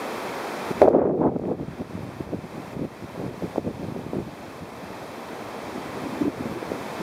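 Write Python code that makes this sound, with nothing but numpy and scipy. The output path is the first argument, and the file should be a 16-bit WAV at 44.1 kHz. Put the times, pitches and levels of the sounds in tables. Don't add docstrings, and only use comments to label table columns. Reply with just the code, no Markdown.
import sys
import numpy as np
from scipy import signal
from scipy.fft import rfft, irfft
from scipy.io import wavfile
from scipy.ndimage import uniform_filter1d

SR = 44100
rng = np.random.default_rng(int(sys.argv[2]) if len(sys.argv) > 2 else 0)


def gain_from_db(level_db):
    decades = np.asarray(level_db, float) / 20
    return 10 ** decades


def store_pcm(level_fs):
    pcm = np.round(np.clip(level_fs, -1, 1) * 32767).astype(np.int16)
    wavfile.write(sys.argv[1], SR, np.atleast_2d(pcm).T)


N = 309582

# (time [s], hiss level [dB], wash against hiss [dB])
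SURF_LEVELS = [(0, -48, .5), (.7, -48, 1.5), (.9, -47.5, 2), (1.099, -48.5, -0.5), (1.35, -51, -0.5),
               (1.6, -52.5, 1), (1.9, -54.5, 1), (2.4, -57, .5), (2.7, -55.5, -0.5), (3.1, -57, 0),
               (3.5, -54.5, -2), (4, -56.5, -1), (4.5, -56.5, -0.5), (5, -54.5, -0.5), (5.5, -52.5, -.5),
               (6.1, -51, 0), (6.6, -50, 0), (7.02, -49.5, -2)]
# (frequency [Hz], spectrum level [dB per Hz])
FOAM_SPECTRUM = [(25, -11), (60, -16.5), (130, -9.5), (230, 0.5), (550, 0), (1000, -3), (1500, -10.5),
                 (2500, -12.5), (3300, -18.5), (5000, -23), (7500, -29), (10500, -29.5), (13000, -28),
                 (15800, -41.5)]
CALM_DB, ROAR_PER_DB, BOOM_PER_DB, BOOM_DB = -49.5, 0.08, 0.4, 1

# (time [s], level [dB])
WIND_LEVELS = [(0, -58), (.66, -57), (.82, -43), (1.55, -44.5), (1.95, -45), (2.38, -44), (2.52, -49.5),
               (2.83, -41.5), (2.95, -50), (3.1, -52), (3.25, -46), (3.7, -46), (4.2, -44.5), (4.6, -54),
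               (4.75, -52.5), (5.7, -53), (6.5, -43), (7.02, -54)]
FLUTTER_DB, FLUTTER_PER_S = 3, 24
BREEZE_DB, RIPPLE_DB, RIPPLE_HZ = 4, 3.5, 235

# (time [s], spread [ms], level [dB], tearing [dB])
GUST_PUFFS = [(.828, 6, -9, -4), (.845, 3.93, -13, -6), (.857, 4.3, -15, 2), (.880, 5.2, -10, -2),
              (0.911, 7.2, -20, -2), (.951, 12.8, -13.5, -2.5), (.992, 8, -17.5, 2.5),
              (1.024, 10.3, -20, 3), (1.059, 8, -18, 2.5), (1.095, 15.7, -21, 0), (1.14, 20, -23, -7),
              (1.205, 16, -19.5, -5), (1.245, 16, -21, 9.5), (1.275, 10.7, -18, 3), (1.326, 32, -29.5, 1),
              (1.364, 2.74, -17.5, 1.5), (1.442, 17.4, -28, 5), (1.509, 18, -23, 5)]
GUST_S, GUST_HZ, SLACK_HZ, SLACKEN_S = .82, 560, 300, .25
# (time [s], spread [ms], level [dB], eddy pitch [Hz])
SINGLE_PUFFS = [(.711, 1.9, -18, 300), (1.255, 18, -25.5, 681), (1.612, 15.6, -28.5, 244),
                (1.686, 3.45, -25.5, 171.5), (1.807, 9.5, -28.5, 317.6), (2.06, 14, -44, 222),
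                (2.206, 2.53, -21, 264), (2.338, 11.6, -26.5, 302.2), (2.442, 10.5, -33.5, 267),
                (2.583, 30, -35, 254.5), (2.758, 10.3, -30.5, 238), (2.831, 15.2, -27, 240),
                (3.039, 11.8, -34, 213), (3.235, 31.3, -29, 261), (3.443, 9.7, -23.5, 257),
                (3.585, 10.5, -31, 370.7), (3.681, 17.3, -25, 273.6), (3.834, 19.7, -30, 257.3),
                (3.897, 14.8, -30.5, 249), (3.98, 21.7, -32, 270), (4.155, 11.3, -26, 271),
                (4.195, 10, -26.5, 268.6), (4.279, 6.1, -33, 255), (4.627, 7, -33, 167),
                (6.219, 3, -26.5, 401), (6.412, 10.2, -28, 311.4), (6.464, 5.8, -27, 284),
                (6.521, 10.2, -31.5, 247.6), (6.734, 16.6, -31.5, 306), (7.008, 8.1, -31, 256.5)]
TIGHT, TIGHT_BY_PITCH, TIGHT_BY_SPREAD = 4.92, 1.24, -0.24
# (pitch ratio, level [dB], tightness)
TORN_SHREDS = [(2.099, -19.5, 7.9), (4.202, -39, 9.7)]
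WAKE_HZ, WAKE_DB, WAKE_SHARE = 115.5, -43.5, 0.57
# (time [s], peak level [dB], pitch [Hz])
LONE_EDDIES = [(0.8184, 3.5, 488), (.877, -8, 640), (1.018, -11.5, 560), (1.192, -27, 590),
               (1.215, -17, 610), (1.338, -29, 545), (1.363, -19, 394), (1.397, -17.5, 386),
               (1.483, -21, 504), (1.517, -13, 420), (1.599, -22, 480), (1.82, -20.5, 418),
               (1.952, -28, 240), (2.337, -16, 376), (2.852, -21, 383), (3.161, -24, 593),
               (3.226, -23, 450), (3.424, -19, 447), (3.56, -14, 590), (3.582, -7.5, 373),
               (3.668, -21, 332), (3.964, -19.5, 446), (4.066, -19, 199), (4.134, -14.5, 412),
               (4.905, -27, 169), (5.181, -26, 226), (5.781, -25, 280), (6.282, -14, 332),
               (6.629, -17, 360), (6.719, -13, 327)]
SLAP_TIGHT, SLAP_BY_PITCH = 4.4, .8
# (time [s], peak level [dB], pitch [Hz], tightness)
SHORT_TICKS = [
    (.8185, -33, 2760, 3.3),
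    (.888, -32, 4000, 2.4),
    (0.989, -46, 2500, 2.2),
    (1.388, -41.5, 4480, 1.1),
    (1.413, -43.5, 5000, 1.4),
    (1.454, -37, 2300, 30),
]
# (time [s], spread [ms], level [dB], pitch [Hz])
BOTTLE_HOOTS = [
    (4.838, 10.3, -37.5, 197),
    (5.765, 16, -34, 282.6),
    (6.05, 28, -32, 257.5),
    (6.15, 25.4, -36.5, 253),
    (6.218, 3.4, -17.5, 264),
    (6.254, 5.1, -22.5, 285),
    (6.278, 11.8, -23.5, 300),
    (6.571, 7, -30.5, 347),
]
HOOT_TIGHT = 41

# (starting wind level [dB], ducking rate [dB/s per dB above], recovery time [s])
GAIN_STAGES = [(-21, 25, 0.43), (-33, 6.5, 0.076)]
SENSE_MS, SENSE_LOW_DB = 10.3, 4.5
LAG_MS = 25
# (time [s], duck [dB])
AIR_SHOVES = [(.72, 4), (1.09, 4.5), (1.53, 4), (1.82, 3.5), (2.25, 4), (2.74, 5.5), (2.85, 3), (3.28, 2.5),
              (3.58, 5.5), (3.68, 1), (4.03, 1.5), (4.6, 2.5), (6.23, 1), (6.4, 0.5), (6.54, 3)]
SHOVE_S, SHOVE_BACK_S = 0.0098, 0.08

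LOW_CUT_HZ, TOP_HZ = 65, 15720
# (frequency [Hz], width [Hz], depth [dB])
MOTOR_NOTCHES = [(2870, 257, -25), (7900, 110, -5), (11720, 1400, -13), (11720, 220, -16)]


def walk(rate):
    hold = int(SR / rate)
    held = np.repeat(rng.standard_normal(N // hold + 1), hold)
    return 0.79 * uniform_filter1d(uniform_filter1d(held, hold), hold)[:N]


def unit(x):
    return x / np.sqrt(np.mean(x ** 2))


def surf(hiss_db, roar_db, wash_db, boom_db):
    hz = np.maximum(np.arange(N // 2 + 1) * SR / N, 1)
    foam_hz, foam_db = np.transpose(FOAM_SPECTRUM)
    colour_db = np.interp(np.log(hz), np.log(foam_hz), foam_db)
    noise = rfft(rng.standard_normal(N)) * gain_from_db(colour_db)
    noise /= np.std(irfft(noise * (hz > 4000) * (hz < 11000), N))
    bands = np.arange(20)
    swell = uniform_filter1d(np.array([walk(6.2) for _ in bands]), size=5, axis=0)
    out = 0
    for k in bands:
        place = 2 * np.log2(hz / 22) - k
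        band = irfft(noise * np.cos(np.pi / 2 * np.clip(place, -1, 1)) ** 2, N)
        centre = 22 * 2 ** (k / 2)
        lift_db = roar_db / (1 + (centre / 700) ** 2)
        lift_db = lift_db + wash_db * np.exp(-np.log(centre / 1600) ** 2 / 0.22)
        lift_db += boom_db / (1 + (centre / 220) ** 4)
        out = out + band * gain_from_db(lift_db + 0.89 * swell[k] + 0.38 * walk(25))
    return out * gain_from_db(hiss_db)


def eddy(t, hz, phase, tight):
    turn = 2 * np.pi * hz * t / tight
    envelope = (1 + turn ** 2) ** (-(tight + 1) / 2)
    return envelope * np.cos((tight + 1) * np.arctan(turn) + phase)


def add(out, s, hz, gain, phase, tight):
    half = int(min(600, 2.2 * SR / hz.min()))
    reach = np.arange(-half, half)
    place = np.round(s * SR).astype(int)[:, None] + reach
    wave = eddy(reach / SR, hz[:, None], phase[:, None], tight)
    wave = gain[:, None] * wave * np.hanning(len(reach))
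    out += np.bincount(np.clip(place, 0, len(out) - 1).ravel(), wave.ravel(), len(out))


def breeze(db):
    chance = rng.random((1100, 4)).T
    pitch = 100 * np.exp(0.36 * (chance[1] - .5))
    gain = gain_from_db(-3.9 * np.log(chance[2] + 0.032))
    out = np.zeros(N)
    add(out, chance[0] * N / SR, pitch, gain, 2 * np.pi * chance[3], 2.2)
    return unit(out) * gain_from_db(db)


def ripples(db):
    chance = rng.random((1600, 4)).T
    pitch = RIPPLE_HZ * np.exp(0.82 * (chance[1] - .5))
    gain = gain_from_db(-4.5 * np.log(chance[2] + 0.018))
    out = np.zeros(N)
    add(out, chance[0] * N / SR, pitch, gain, 2 * np.pi * chance[3], 2.6)
    return unit(out) * gain_from_db(db)


def add_puff(out, s, spread, db, hz, tight, scatter_db):
    chance = rng.random((600, 4)).T
    when = np.cumsum(.35 + .9 * chance[0]) / hz
    keep = when < 6 * spread
    gain = np.exp(-(when / spread - 3) ** 2 / 4) * gain_from_db(-scatter_db * np.log(chance[2] + .02))
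    off_centre = chance[1] - np.average(chance[1], weights=gain ** 2)
    pitch = hz * np.exp(1.73 / np.sqrt(tight) * off_centre)
    puff = np.zeros(int(6 * spread * SR) + 1200)
    lead = 600 / SR
    add(puff, lead + when[keep], pitch[keep], gain[keep], 2 * np.pi * chance[3][keep], tight)
    puff *= gain_from_db(db) * np.sqrt(np.sqrt(2 * np.pi) * spread * SR / np.sum(puff ** 2))
    start = int((s - 3 * spread - lead) * SR)
    out[start:start + len(puff)] += puff


def add_torn_puff(out, s, spread_ms, db, hz, tear_db):
    spread = max(spread_ms, 1.) / 1000
    tight = TIGHT * (hz / 300) ** TIGHT_BY_PITCH * (spread / .01) ** TIGHT_BY_SPREAD
    add_puff(out, s, spread, db - .3, .92 * hz, tight, scatter_db=3.5)
    wake_db = WAKE_DB + WAKE_SHARE * (db + 27)
    add_puff(out, s, max(spread, .012), wake_db, WAKE_HZ, 1.2, scatter_db=-2.5)
    for ratio, shred_db, shred_tight in TORN_SHREDS:
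        add_puff(out, s, .85 * spread, db + shred_db + tear_db, ratio * min(hz, 430), shred_tight,
                 scatter_db=6.0)


def puffs():
    out = np.zeros(N + SR)
    for s, spread_ms, db, tear_db in GUST_PUFFS:
        hz = SLACK_HZ + (GUST_HZ - SLACK_HZ) * np.exp(-(s - GUST_S) / SLACKEN_S)
        add_torn_puff(out, s, spread_ms, db, hz, tear_db)
    for s, spread_ms, db, hz in SINGLE_PUFFS:
        add_torn_puff(out, s, spread_ms, db, hz, 0)
    for s, spread_ms, db, hz in BOTTLE_HOOTS:
        add_puff(out, s, spread_ms / 1000, db, hz, HOOT_TIGHT, scatter_db=3.5)
    s, db, hz = np.transpose(LONE_EDDIES)
    slap_tight = SLAP_TIGHT * (hz[:, None] / 400) ** SLAP_BY_PITCH
    add(out, s, hz, gain_from_db(db), np.full(len(s), -1.3), slap_tight)
    s, db, hz, tight = np.transpose(SHORT_TICKS)
    add(out, s, hz, gain_from_db(db), 0 * s, tight[:, None])
    return out[:N]


def ducking(wind):
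    level_db = 10 * np.log10(uniform_filter1d(wind ** 2, int(SENSE_MS * SR / 1000)) + 1e-9)
    held = 0
    for db, rate, back_s in GAIN_STAGES:
        excess_db = np.maximum(level_db - db, 0)
        held = held + signal.lfilter([rate / SR], [1, -np.exp(-1 / (back_s * SR))], excess_db)
    pole = np.exp(-1000 / (LAG_MS * SR))
    gain_db = -signal.lfilter([1 - pole], [1, -pole], held)
    for s, db in AIR_SHOVES:
        since = np.maximum(np.arange(N) / SR - s, 0)
        gain_db = gain_db - db * (1 - np.exp(-since / SHOVE_S)) * np.exp(-since / SHOVE_BACK_S)
    return gain_db


def scene():
    t = np.arange(N) / SR
    s, hiss_db, wash_db = np.transpose(SURF_LEVELS)
    hiss_db, wash_db = np.interp(t, s, hiss_db), np.interp(t, s, wash_db)
    wind_db = np.interp(t, *np.transpose(WIND_LEVELS))
    flutter_db = wind_db + FLUTTER_DB * walk(FLUTTER_PER_S)
    low = breeze(flutter_db + BREEZE_DB)
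    gusts = ripples(flutter_db + RIPPLE_DB) + puffs()
    hiss_db = hiss_db + ducking(gusts + gain_from_db(SENSE_LOW_DB) * low)
    lively_db = wind_db - CALM_DB
    sea = surf(hiss_db, ROAR_PER_DB * lively_db, wash_db, BOOM_DB + BOOM_PER_DB * lively_db)
    return (sea + low + gusts)[None]


def band_limit(x):
    return signal.sosfilt(signal.butter(12, 15750, fs=SR, output="sos"), x)


def record(dry):
    x = signal.lfilter(*signal.butter(2, LOW_CUT_HZ, "high", fs=SR), dry)
    for hz, width, db in MOTOR_NOTCHES:
        x = x - (1 - gain_from_db(db)) * signal.lfilter(*signal.iirpeak(hz, hz / width, fs=SR), x)
    top_cut = signal.ellip(10, .1, 80, TOP_HZ, fs=SR, output="sos")
    x = signal.sosfilt(top_cut, np.clip(x, -.97, .97))
    x = signal.lfilter(*signal.butter(1, 60, "high", fs=SR), x)
    return band_limit(x)


dry = scene()
out = record(dry)
store_pcm(out)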